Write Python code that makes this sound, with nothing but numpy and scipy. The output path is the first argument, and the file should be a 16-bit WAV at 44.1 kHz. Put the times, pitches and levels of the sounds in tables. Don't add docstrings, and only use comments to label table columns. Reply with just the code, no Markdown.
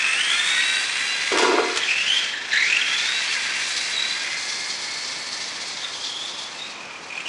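import sys
import numpy as np
from scipy import signal
from scipy.fft import rfft, irfft, next_fast_len
from scipy.io import wavfile
from scipy.ndimage import uniform_filter1d, map_coordinates

SR = 44100
rng = np.random.default_rng(int(sys.argv[2]) if len(sys.argv) > 2 else 0)


def write(x):
    x = np.atleast_2d(x).T
    wavfile.write(sys.argv[1], SR, np.round(np.clip(x, -1, 1) * 32767).astype(np.int16))

N = 321048

# (frequency [Hz], level [dB])
ALLEY_SPECTRUM = [(25, -59), (60, -14.5), (110, -7), (240, -2), (700, 0.6), (1000, 3.5), (1600, -1),
                  (2900, -2), (4500, -18), (6100, -11.5), (11000, -49)]
# (frequency [Hz], t60 [s])
GARAGE_T60 = [(200, 0.43), (2000, 1), (10000, 0.27)]

# (frequency [Hz], level [dB], t60 [s])
SHEET_MODES = [(269, -9.5, 0.45), (334, -3, 0.4), (367, -2, 0.78), (392, -3.5, 0.32), (418, -1, 0.22),
               (451.5, 6, 0.23), (627, -11, 0.19), (709, -4, 0.28), (905, -4.5, .2), (971, -0.5, 0.46),
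               (1036, -8, .25), (1125, -5, .25), (1145, -4, .22), (1410, -0.5, 0.13), (1441, -3, .25)]
# (time [s], relative level [dB], extra above 800 Hz [dB])
RAMP_BLOWS = [(1.317, -22, -0.5), (1.347, -23.5, 1), (1.371, -37, 15.5), (1.391, -24.5, 2.5),
              (1.423, -21, -1), (1.443, -26.5, 8.5), (1.467, -26, 7), (1.487, -18, -4.5),
              (1.532, -18.5, -4.5), (1.569, -21, -4), (1.622, -26.5, -3), (1.671, -32.5, -5)]
# (frequency [Hz], level [dB])
SHEET_RATTLE_SPECTRUM = [(400, -34), (600, 3), (810, -6), (1000, -1.5), (1420, 0.5), (1600, -12),
                         (10000, -48)]

# (time [s], relative level [dB], t60 [s])
CHASSIS_KNOCKS = [(1.322, -21.5, 0.066), (1.3747, -10.5, 0.014), (1.385, -18, 0.13), (1.421, -24.5, 0.2),
                  (1.759, -22, 0.08), (1.773, -17, 0.055)]
# (frequency [Hz], level [dB])
CHASSIS_SPECTRUM = [(30, -54), (150, -28), (500, 3), (1100, 11.5), (2000, 8), (3200, 10), (6000, 7.5),
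                    (8500, -0.5), (11000, -11)]

# (start [s], tooth-mesh goal [Hz], lag of the speed [s], load [0-1],
# gear rattle [dB], tyre spray [dB]); levels at 1 m and CRUISE_HZ, before the mix.
# sets off, full throttle, gathers speed, hops with wheels free, eases off, crosses and leaves a puddle,
# runs on, races off, slows, turns far away, dabs the throttle, coasts, sets off again, jerks forward.
DRIVER_MOVES = [(0, 2630, 0.39, 0.73, -9.5, -24), (.145, 3830, 0.2, 0.66, -12, -24.5),
                (.63, 4010, 0.84, 0.52, -13.5, -22.5), (1.2, 4080, 0.37, 0.63, -12, -20),
                (1.47, 4130, 0.1003, 0.66, -15.5, -22), (1.77, 3286, 0.016, 0.89, -11.5, -26),
                (1.843, 2560, .012, 0.95, -11, -19), (1.98, 3290, 0.26, 0.87, -12.5, -19),
                (2.2, 1856, 0.094, 0.88, -10.5, -20), (2.32, 1696, 0.097, 0.86, -15, -24),
                (2.48, 2091, 2.6, 0.94, -8.5, -21), (2.63, 3234, 2.05, 0.81, -10, -16.5),
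                (2.88, 4030, 0.73, 0.71, -10, -15.5), (3.26, 4513, 0.011, 0.62, -10.5, -16.5),
                (3.32, 3880, 0.042, 0.65, -10, -16.5), (3.62, 3930, 0.17, 0.76, -12, -13.5),
                (3.92, 3870, .1, 0.72, -11.5, -16.5), (4.03, 4176, 0.34, 0.62, -11.5, -15),
                (4.38, 4479, 0.9, 0.53, -15, -12), (5.6, 3323, .16, 0.98, -13.5, -11),
                (5.95, 3435, 1.7, 0.96, -18.5, -10), (6.45, 3866, 1.75, 0.73, -16, -13.5),
                (6.72, 2450, 0.02, 0.99, -15.5, -15), (7.11, 2553, 0.07, 0.84, -8.5, -12),
                (7.25, 2780, 0.0046, 0.91, -18, -11)]
# (time [s], distance [m])
DISTANCE_M = [(0, 2.8), (.5, 2.94), (1.3, 4.24), (2.6, 3.9), (3.3, 5.68), (4, 6.17), (6, 14.14),
              (7.28, 28.6)]
# (frequency [Hz], level [dB])
FAR_HOLLOWS = [(1850, -2), (2090, 3.5), (2350, -2), (2700, -6.5), (3080, -4), (3280, 1.5), (3680, -0.5),
               (3850, -5), (4100, 0), (4600, 0), (5050, 2)]
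# (time [s], depth [0-1])
HOLLOW_DEPTH = [(3.3, 0.1), (4.6, 1), (6.2, 0.5), (7.1, 0.4)]

# (frequency [Hz], level [dB])
SPRAY_SPECTRUM = [(800, -25), (2400, -1.5), (3000, -5.5), (3900, 5), (4400, 5.5), (5600, 2), (6200, 1.5),
                  (6850, -2.5), (7500, -1.5), (8700, -7), (11000, -15.5)]
# (time [s], level of the top [dB])
SPRAY_TOP = [(0, 1), (.5, 9.5), (1.2, 1.5), (2.3, -6), (2.8, -5.5), (3.4, 1), (4.2, -2), (6.3, -5.5),
             (7.28, 0)]

# (frequency [Hz], level [dB])
GEARBOX_SPECTRUM = [(300, -40), (900, -14.5), (1300, -5.5), (1480, -6.5), (1630, 0.5), (1950, 1), (2350, 3),
                    (2650, 2), (3000, -5), (3400, 0.5), (4100, -13), (6000, -10.5), (11000, -31)]
# (multiple of the shaft rate, level [dB])
SHAFT_LINES = [(4, -8.5), (5, -6.5), (6, -7), (7, -7), (8, -13.5), (9, -14), (12, -13.5)]
# (frequency [Hz], level [dB])
HOUSING_RESPONSE = [(700, -57), (1220, -12.5), (1400, 1), (1580, -2), (1750, 2.5), (1950, -2.5),
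                    (2100, 0.5), (2400, -2.5), (2600, -8.5), (2700, 3), (2900, -5.5), (3350, -1),
                    (3700, -10), (4100, 4.5), (4400, 1.5), (7000, -2)]
# (time [s], level [dB])
SHIMMER_LEVEL = [(0, -48), (.1, -38.5), (.7, -41), (1, -44), (1.6, -100)]

# (start [s], peak before BITE_DB [dB], pitch at the peak [Hz])
TOOTH_BITES = [(1.830, -13.5, 3216), (1.8792, -14, 2420), (1.9043, -12, 2550), (1.928, -15, 2560),
               (2.008, -13, 2700), (2.0604, -12.5, 2693), (2.0866, -14.5, 3220), (2.166, -11, 3190),
               (2.1883, -12.5, 3350), (2.3337, -18, 1814), (2.3708, -18, 1750), (2.5275, -11.5, 1770),
               (2.534, -14, 1690), (2.555, -10, 1700), (2.568, -17, 1980), (2.621, -11.5, 1950),
               (2.65, -17, 2147), (2.678, -16, 2432), (2.697, -11, 2554), (2.722, -7, 2564),
               (2.764, -8, 2720), (2.81, -12, 3253), (2.9397, -14, 3400), (5.842, -18, 3680),
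               (7.0997, -24, 2480), (7.1206, -23, 2460), (7.1483, -22, 2500), (7.173, -18.5, 2510),
               (7.199, -20.5, 2520), (7.2529, -24, 2980)]
# (start [s], end [s], rate [1/s],
# first level before BITE_DB [dB], last level before BITE_DB [dB], first pitch [Hz])
THROB_TRAINS = [(6.526, 6.781, 53, -34, -31.5, 2680), (6.803, 6.955, 39.9, -28, -29, 2540)]
# (start [s], length [s], level at 1 m before the mix [dB], fade in and out [s])
WHINE_SURGES = [(0, 0.4, -13, 0.0046), (0.42, 0.36, -15, 0.019), (0.832, 0.32, -20, .02),
                (1.867, 0.16, -9, .004), (2.061, 0.13, -8, .005), (2.511, 0.27, -9, 0.0042),
                (2.85, 0.38, -13, .015), (3.275, 0.029, -13, 0.0051), (3.678, .14, -17, 0.039),
                (3.911, 0.185, -6.5, 0.067), (4.451, 1.01, -17.5, .1), (5.78, 0.066, -8, .005),
                (5.927, 0.061, -11, 0.0049), (6.008, 0.28, -7, 0.0077), (6.273, 0.18, -8.5, 0.029),
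                (6.574, 0.085, -6, 0.012), (7.258, 0.031, 3.5, 0.0046)]
# (time [s], Doppler shift [share of pitch], level beside the direct whine [dB])
WALL_ECHO = [(.2, -0.06, -7), (.45, -0.04, -1), (.75, -0.016, -9), (2.5, .04, -3.5), (3.1, -.03, -6),
             (4.05, .02, -7), (6, .06, -12)]
# (frequency [Hz], level [dB])
COVER_SPECTRUM = [(2850, -42), (3200, 7), (3350, -1), (3500, -3), (3800, -44)]

START_HZ, CRUISE_HZ = 2568, 4010
RATTLE_DB_PER_OCTAVE, SPRAY_DB_PER_OCTAVE = 6, 3.5
THROTTLE_S = 0.0334
SPUR_TEETH = 56
RUNOUT_DB, RUNOUT_HZ = 3, 28
WAVER_HZ = 29.67
FLUTTER_DB = 4
IDLE_WHINE_DB = -23
LOW_EDGE_HZ = 1360
COVER_DB = -14
BITE_DB, BITE_S = -8, 0.0059
BITE_SAG = 0.033
FLEX_S = 0.00016
MODE_SPREAD_DB = 2.2
CHOKE_S = 0.086
TOP_HZ = 11000


def amp(db):
    return 10 ** (np.asarray(db) / 20)


def unit(x):
    return x / np.sqrt(np.mean(x ** 2) + 1e-20)


def along(points, hz):
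    f, v = np.transpose(points)
    return np.interp(np.log(hz + 1), np.log(f + 1), v)


def curves(rows):
    s, *cols = np.transpose(rows)
    return [np.interp(np.arange(N) / SR, s, c) for c in cols]


def wobble(rate_hz):
    knots = rng.standard_normal(int(N * rate_hz / SR) + 4)
    return map_coordinates(knots, [np.arange(N) * rate_hz / SR])


def filtered(x, response):
    m = next_fast_len(N + SR // 2)
    return irfft(rfft(x, m) * response(np.fft.rfftfreq(m, 1 / SR)), m)[:N]


def coloured(x, spectrum):
    return unit(filtered(x, lambda hz: amp(along(spectrum, hz))))


def ticks(rate_hz, spread_db):
    hits = rng.random(N) < rate_hz / SR
    size = rng.standard_normal(N) * amp(spread_db * rng.standard_normal(N))
    return unit(hits * size)


def deep(x):
    return filtered(x, lambda hz: 1 / (1 + (hz / LOW_EDGE_HZ) ** 16))


def alley():
    return amp(-39) * coloured(rng.standard_normal(N), ALLEY_SPECTRUM)


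def garage(x):
    hz, t, z = signal.stft(rng.standard_normal(SR // 2), SR, nperseg=256)
    decay = amp(-60 * t / along(GARAGE_T60, hz)[:, None])
    tail = signal.istft(z * decay, SR, nperseg=256)[1]
    delayed = np.pad(tail, (SR // 200, 0))
    return signal.fftconvolve(x, delayed / np.linalg.norm(tail))[:N]


def hollowed(x):
    hz, t, z = signal.stft(x, SR, nperseg=1024)
    hollows_db = np.interp(hz, *np.transpose(FAR_HOLLOWS), left=0, right=0)[:, None]
    depth = np.interp(t, *np.transpose(HOLLOW_DEPTH))
    return signal.istft(z * amp(depth * hollows_db), SR, nperseg=1024)[1][:N]


def ramp():
    t = np.arange(SR) / SR
    hz, mode_db, t60_s = np.transpose(SHEET_MODES)[:, :, None]
    ringing, slaps = np.zeros((2, N))
    gaps_s = np.diff(np.transpose(RAMP_BLOWS)[0], append=N / SR)
    for (s, db, hard_db), gap_s in zip(RAMP_BLOWS, gaps_s):
        size, angle = rng.standard_normal((2, len(SHEET_MODES), 1))
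        flexed = t + FLEX_S * wobble(41.0)[:SR]
        level_db = mode_db + MODE_SPREAD_DB * size + hard_db * (hz > 800)
        modes = amp(level_db - 60 * t / t60_s) * np.sin(2 * np.pi * (hz * flexed + angle))
        ring = modes.sum(0)
        rise = amp(db) * (1 - np.exp(-t / 0.004))
        choke_db = -60 * np.maximum(t - gap_s, 0) / CHOKE_S
        ringing[round(s * SR):][:SR] += amp(-3.5 + choke_db) * rise * ring
        slaps[round(s * SR):][:SR] += amp(-2.0) * rise * amp(-60 * t / 0.042)
    swing = np.sqrt(np.abs(uniform_filter1d(ringing ** 2, size=600)))
    buzz_spectrum = [(90, -62), (190, -21), (270, -4), (460, 3.5), (560, -7), (1150, -17),
                     (1600, -21), (10000, -50)]
    buzz = coloured(rng.standard_normal(N), buzz_spectrum)
    rattle = coloured(ticks(900, spread_db=3), SHEET_RATTLE_SPECTRUM)
    return ringing + (amp(-7.5) * swing + slaps) * buzz + amp(-8.0) * swing * rattle


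def knocks():
    t = np.arange(N) / SR
    force = np.zeros(N)
    for s, db, t60_s in CHASSIS_KNOCKS:
        force += (t >= s) * amp(db - 60 * np.abs(t - s) / t60_s)
    return force * coloured(rng.standard_normal(N), CHASSIS_SPECTRUM)


def moves():
    t = np.arange(N) / SR
    start, goal_hz, lag_s, *settings = np.transpose(DRIVER_MOVES)
    i = np.maximum(np.searchsorted(start, t, side="right") - 1, 0)
    from_hz = np.append(START_HZ, goal_hz)[i]
    length_s = np.diff(start, append=N / SR)[i]
    done = np.expm1(-(t - start[i]) / lag_s[i]) / np.expm1(-length_s / lag_s[i])
    mesh_hz = from_hz + (goal_hz[i] - from_hz) * done
    blend = max(round(THROTTLE_S * SR), 1)
    load, rattle_db, spray_db = [uniform_filter1d(v[i], size=blend) for v in settings]
    return mesh_hz, np.clip(load, 0, 1), rattle_db, spray_db


def distance_db():
    metres, = curves(DISTANCE_M)
    return -20 * np.log10(metres)


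def spur():
    return np.sin(2 * np.pi * np.cumsum(moves()[0]) / SR / SPUR_TEETH)


def tyres():
    mesh_hz, _, _, wet_db = moves()
    spray_db = wet_db + SPRAY_DB_PER_OCTAVE * np.log2(mesh_hz / CRUISE_HZ) + distance_db()
    top_db, = curves(SPRAY_TOP)
    droplets = rng.standard_normal(N) + 0.42 * ticks(2500, spread_db=4.0)
    hiss = coloured(droplets, SPRAY_SPECTRUM)
    top = filtered(hiss, lambda hz: 1 / (1 + (7200 / (hz + 1)) ** 8))
    body = amp(2.1 * wobble(70) + 0.65 * spur()) * (hiss - top)
    top = amp(top_db + 1.7 * wobble(60)) * top
    return amp(spray_db + 2.0 + 0.64 * wobble(30)) * (body + top)


def gears():
    mesh_hz, load, effort_db, _ = moves()
    rattle_db = effort_db + RATTLE_DB_PER_OCTAVE * np.log2(mesh_hz / CRUISE_HZ) + distance_db()
    shaft_hz = mesh_hz / 10
    shaft_phase = 2 * np.pi * np.cumsum(shaft_hz) / SR
    impacts = ticks(5000, spread_db=0.0) * amp(1.14 * wobble(110) + 1.8 * spur())
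    clatter = coloured(impacts, GEARBOX_SPECTRUM)
    contact = np.clip((load - .7) / 0.16, 0, 1)
    clatter = clatter - contact * deep(clatter)
    lines = np.zeros(N)
    for order, db in SHAFT_LINES:
        order = round(order)
        slack = .8 * wobble(50) + .85 * load * wobble(220)
        line_db = db + along(HOUSING_RESPONSE, order * shaft_hz) + 3.46 * wobble(40)
        lines += amp(line_db) * unit(np.sin(order * shaft_phase + slack))
    return amp(rattle_db) * (amp(-1.5) * clatter + (1 - 0.63 * load) * lines)


def shimmer():
    db, = curves(SHIMMER_LEVEL)
    band = [(7000, -50), (7900, -7), (8400, 4), (9200, -8), (10200, -50)]
    ring = coloured(rng.standard_normal(N), band)
    return amp(db) * unit(amp(4.1 * spur()) * ring)


def throbs():
    rows = []
    for start, end, rate_hz, first_db, last_db, hz in THROB_TRAINS:
        for s in np.arange(start, end, 1 / rate_hz):
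            db = np.interp(s, [start, end], [first_db, last_db]) + 1.73 * rng.standard_normal()
            rows.append((s, db, hz * (1 - (s - start) * 0.3)))
    return rows


def bites():
    t = np.arange(N) / SR
    out = np.zeros(N + SR)
    u = t[:SR // 10] / BITE_S
    rasp_spectrum = [(900, -25), (1700, 4), (3300, 7.5), (4500, -8), (7300, -1.5), (11000, -31)]
    rasp = coloured(rng.standard_normal(N), rasp_spectrum)
    slip = wobble(420)
    sagging_s = BITE_S * (u + BITE_SAG * (u - u ** 2 / 2))
    envelope = (u * np.exp(1 - u)) ** 2
    for s, db, hz in list(TOOTH_BITES) + throbs():
        span = slice(round(s * SR), round(s * SR) + len(u))
        n = len(t[span])
        phase = 2 * np.pi * hz * sagging_s[:n] + 0.78 * slip[span]
        chirp = np.sqrt(2) * np.sin(phase) + amp(-8.5) * rasp[span]
        out[span][:n] += amp(db + BITE_DB) * envelope[:n] * chirp
    return out[:N]


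def surges():
    t = np.arange(N) / SR
    power = amp(IDLE_WHINE_DB) ** 2
    for s, length_s, db, fade_s in WHINE_SURGES:
        rise = np.clip((t - s) / fade_s, 0, 1)
        fall = np.exp(-np.clip((t - s - length_s) / fade_s, 0, 20))
        power = power + (amp(db) * rise * fall) ** 2
    return 10 * np.log10(power)


def whine():
    mesh_hz, load, _, _ = moves()
    level_db = surges() + distance_db()
    jolt_hz = 10 * wobble(70) + load ** 4 * (65 * wobble(130) + 185 * wobble(700))
    press = spur()
    speed_hz = mesh_hz + WAVER_HZ * load ** 2 * wobble(35) + RUNOUT_HZ * press + jolt_hz
    phase = 2 * np.pi * np.cumsum(speed_hz) / SR
    bursts_db = 6.7 * load * np.tanh(wobble(140)) + 0.85 * load * np.tanh(wobble(900))
    stutter = unit(amp(RUNOUT_DB * (1 - load ** 4) * press + bursts_db))
    shift, echo_db = curves(WALL_ECHO)
    echo_hz = speed_hz * (1 + shift) + WAVER_HZ * wobble(60)
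    echo = np.sin(2 * np.pi * np.cumsum(echo_hz) / SR)
    balance = amp(echo_db + 4 * wobble(40))
    strands = (np.sin(phase) + balance * echo) / np.sqrt(1 + balance ** 2)
    overtones = np.zeros(N)
    for k in range(2, 4):
        overtones += amp(along(HOUSING_RESPONSE, k * mesh_hz) - 7.1 * k) * np.sin(k * phase)
    scuff = amp(-17.0) * load * coloured(rng.standard_normal(N), SPRAY_SPECTRUM)
    crawl = np.clip((2250 - mesh_hz) / 300, 0, 1)
    case_band = [(3200, -33), (3750, 5), (4000, 6), (4250, -3), (4900, -46)]
    case = amp(-4.5) * crawl * coloured(rng.standard_normal(N), case_band)
    heavy = np.clip((load - .6) / 0.27, 0, 1) * (1 - crawl)
    cover = amp(COVER_DB) * heavy * coloured(rng.standard_normal(N), COVER_SPECTRUM)
    mesh = unit(unit(strands + load * overtones) + scuff + case + cover)
    flutter_db = FLUTTER_DB * (1 - load) * wobble(45)
    tone = amp(level_db + flutter_db) * stutter * mesh
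    return tone - deep(tone)


def scene():
    rolling = hollowed(amp(-1.74) * gears() + amp(-2.5) * tyres())
    drive = amp(-4.5) * whine() + bites() + rolling + amp(-0.5) * shimmer()
    truck = drive + ramp() + knocks()
    return (truck + amp(-8.0) * garage(truck) + alley())[None]


def record(dry):
    return filtered(dry[0], lambda hz: hz < TOP_HZ)[None]


dry = scene()
out = record(dry)
write(out)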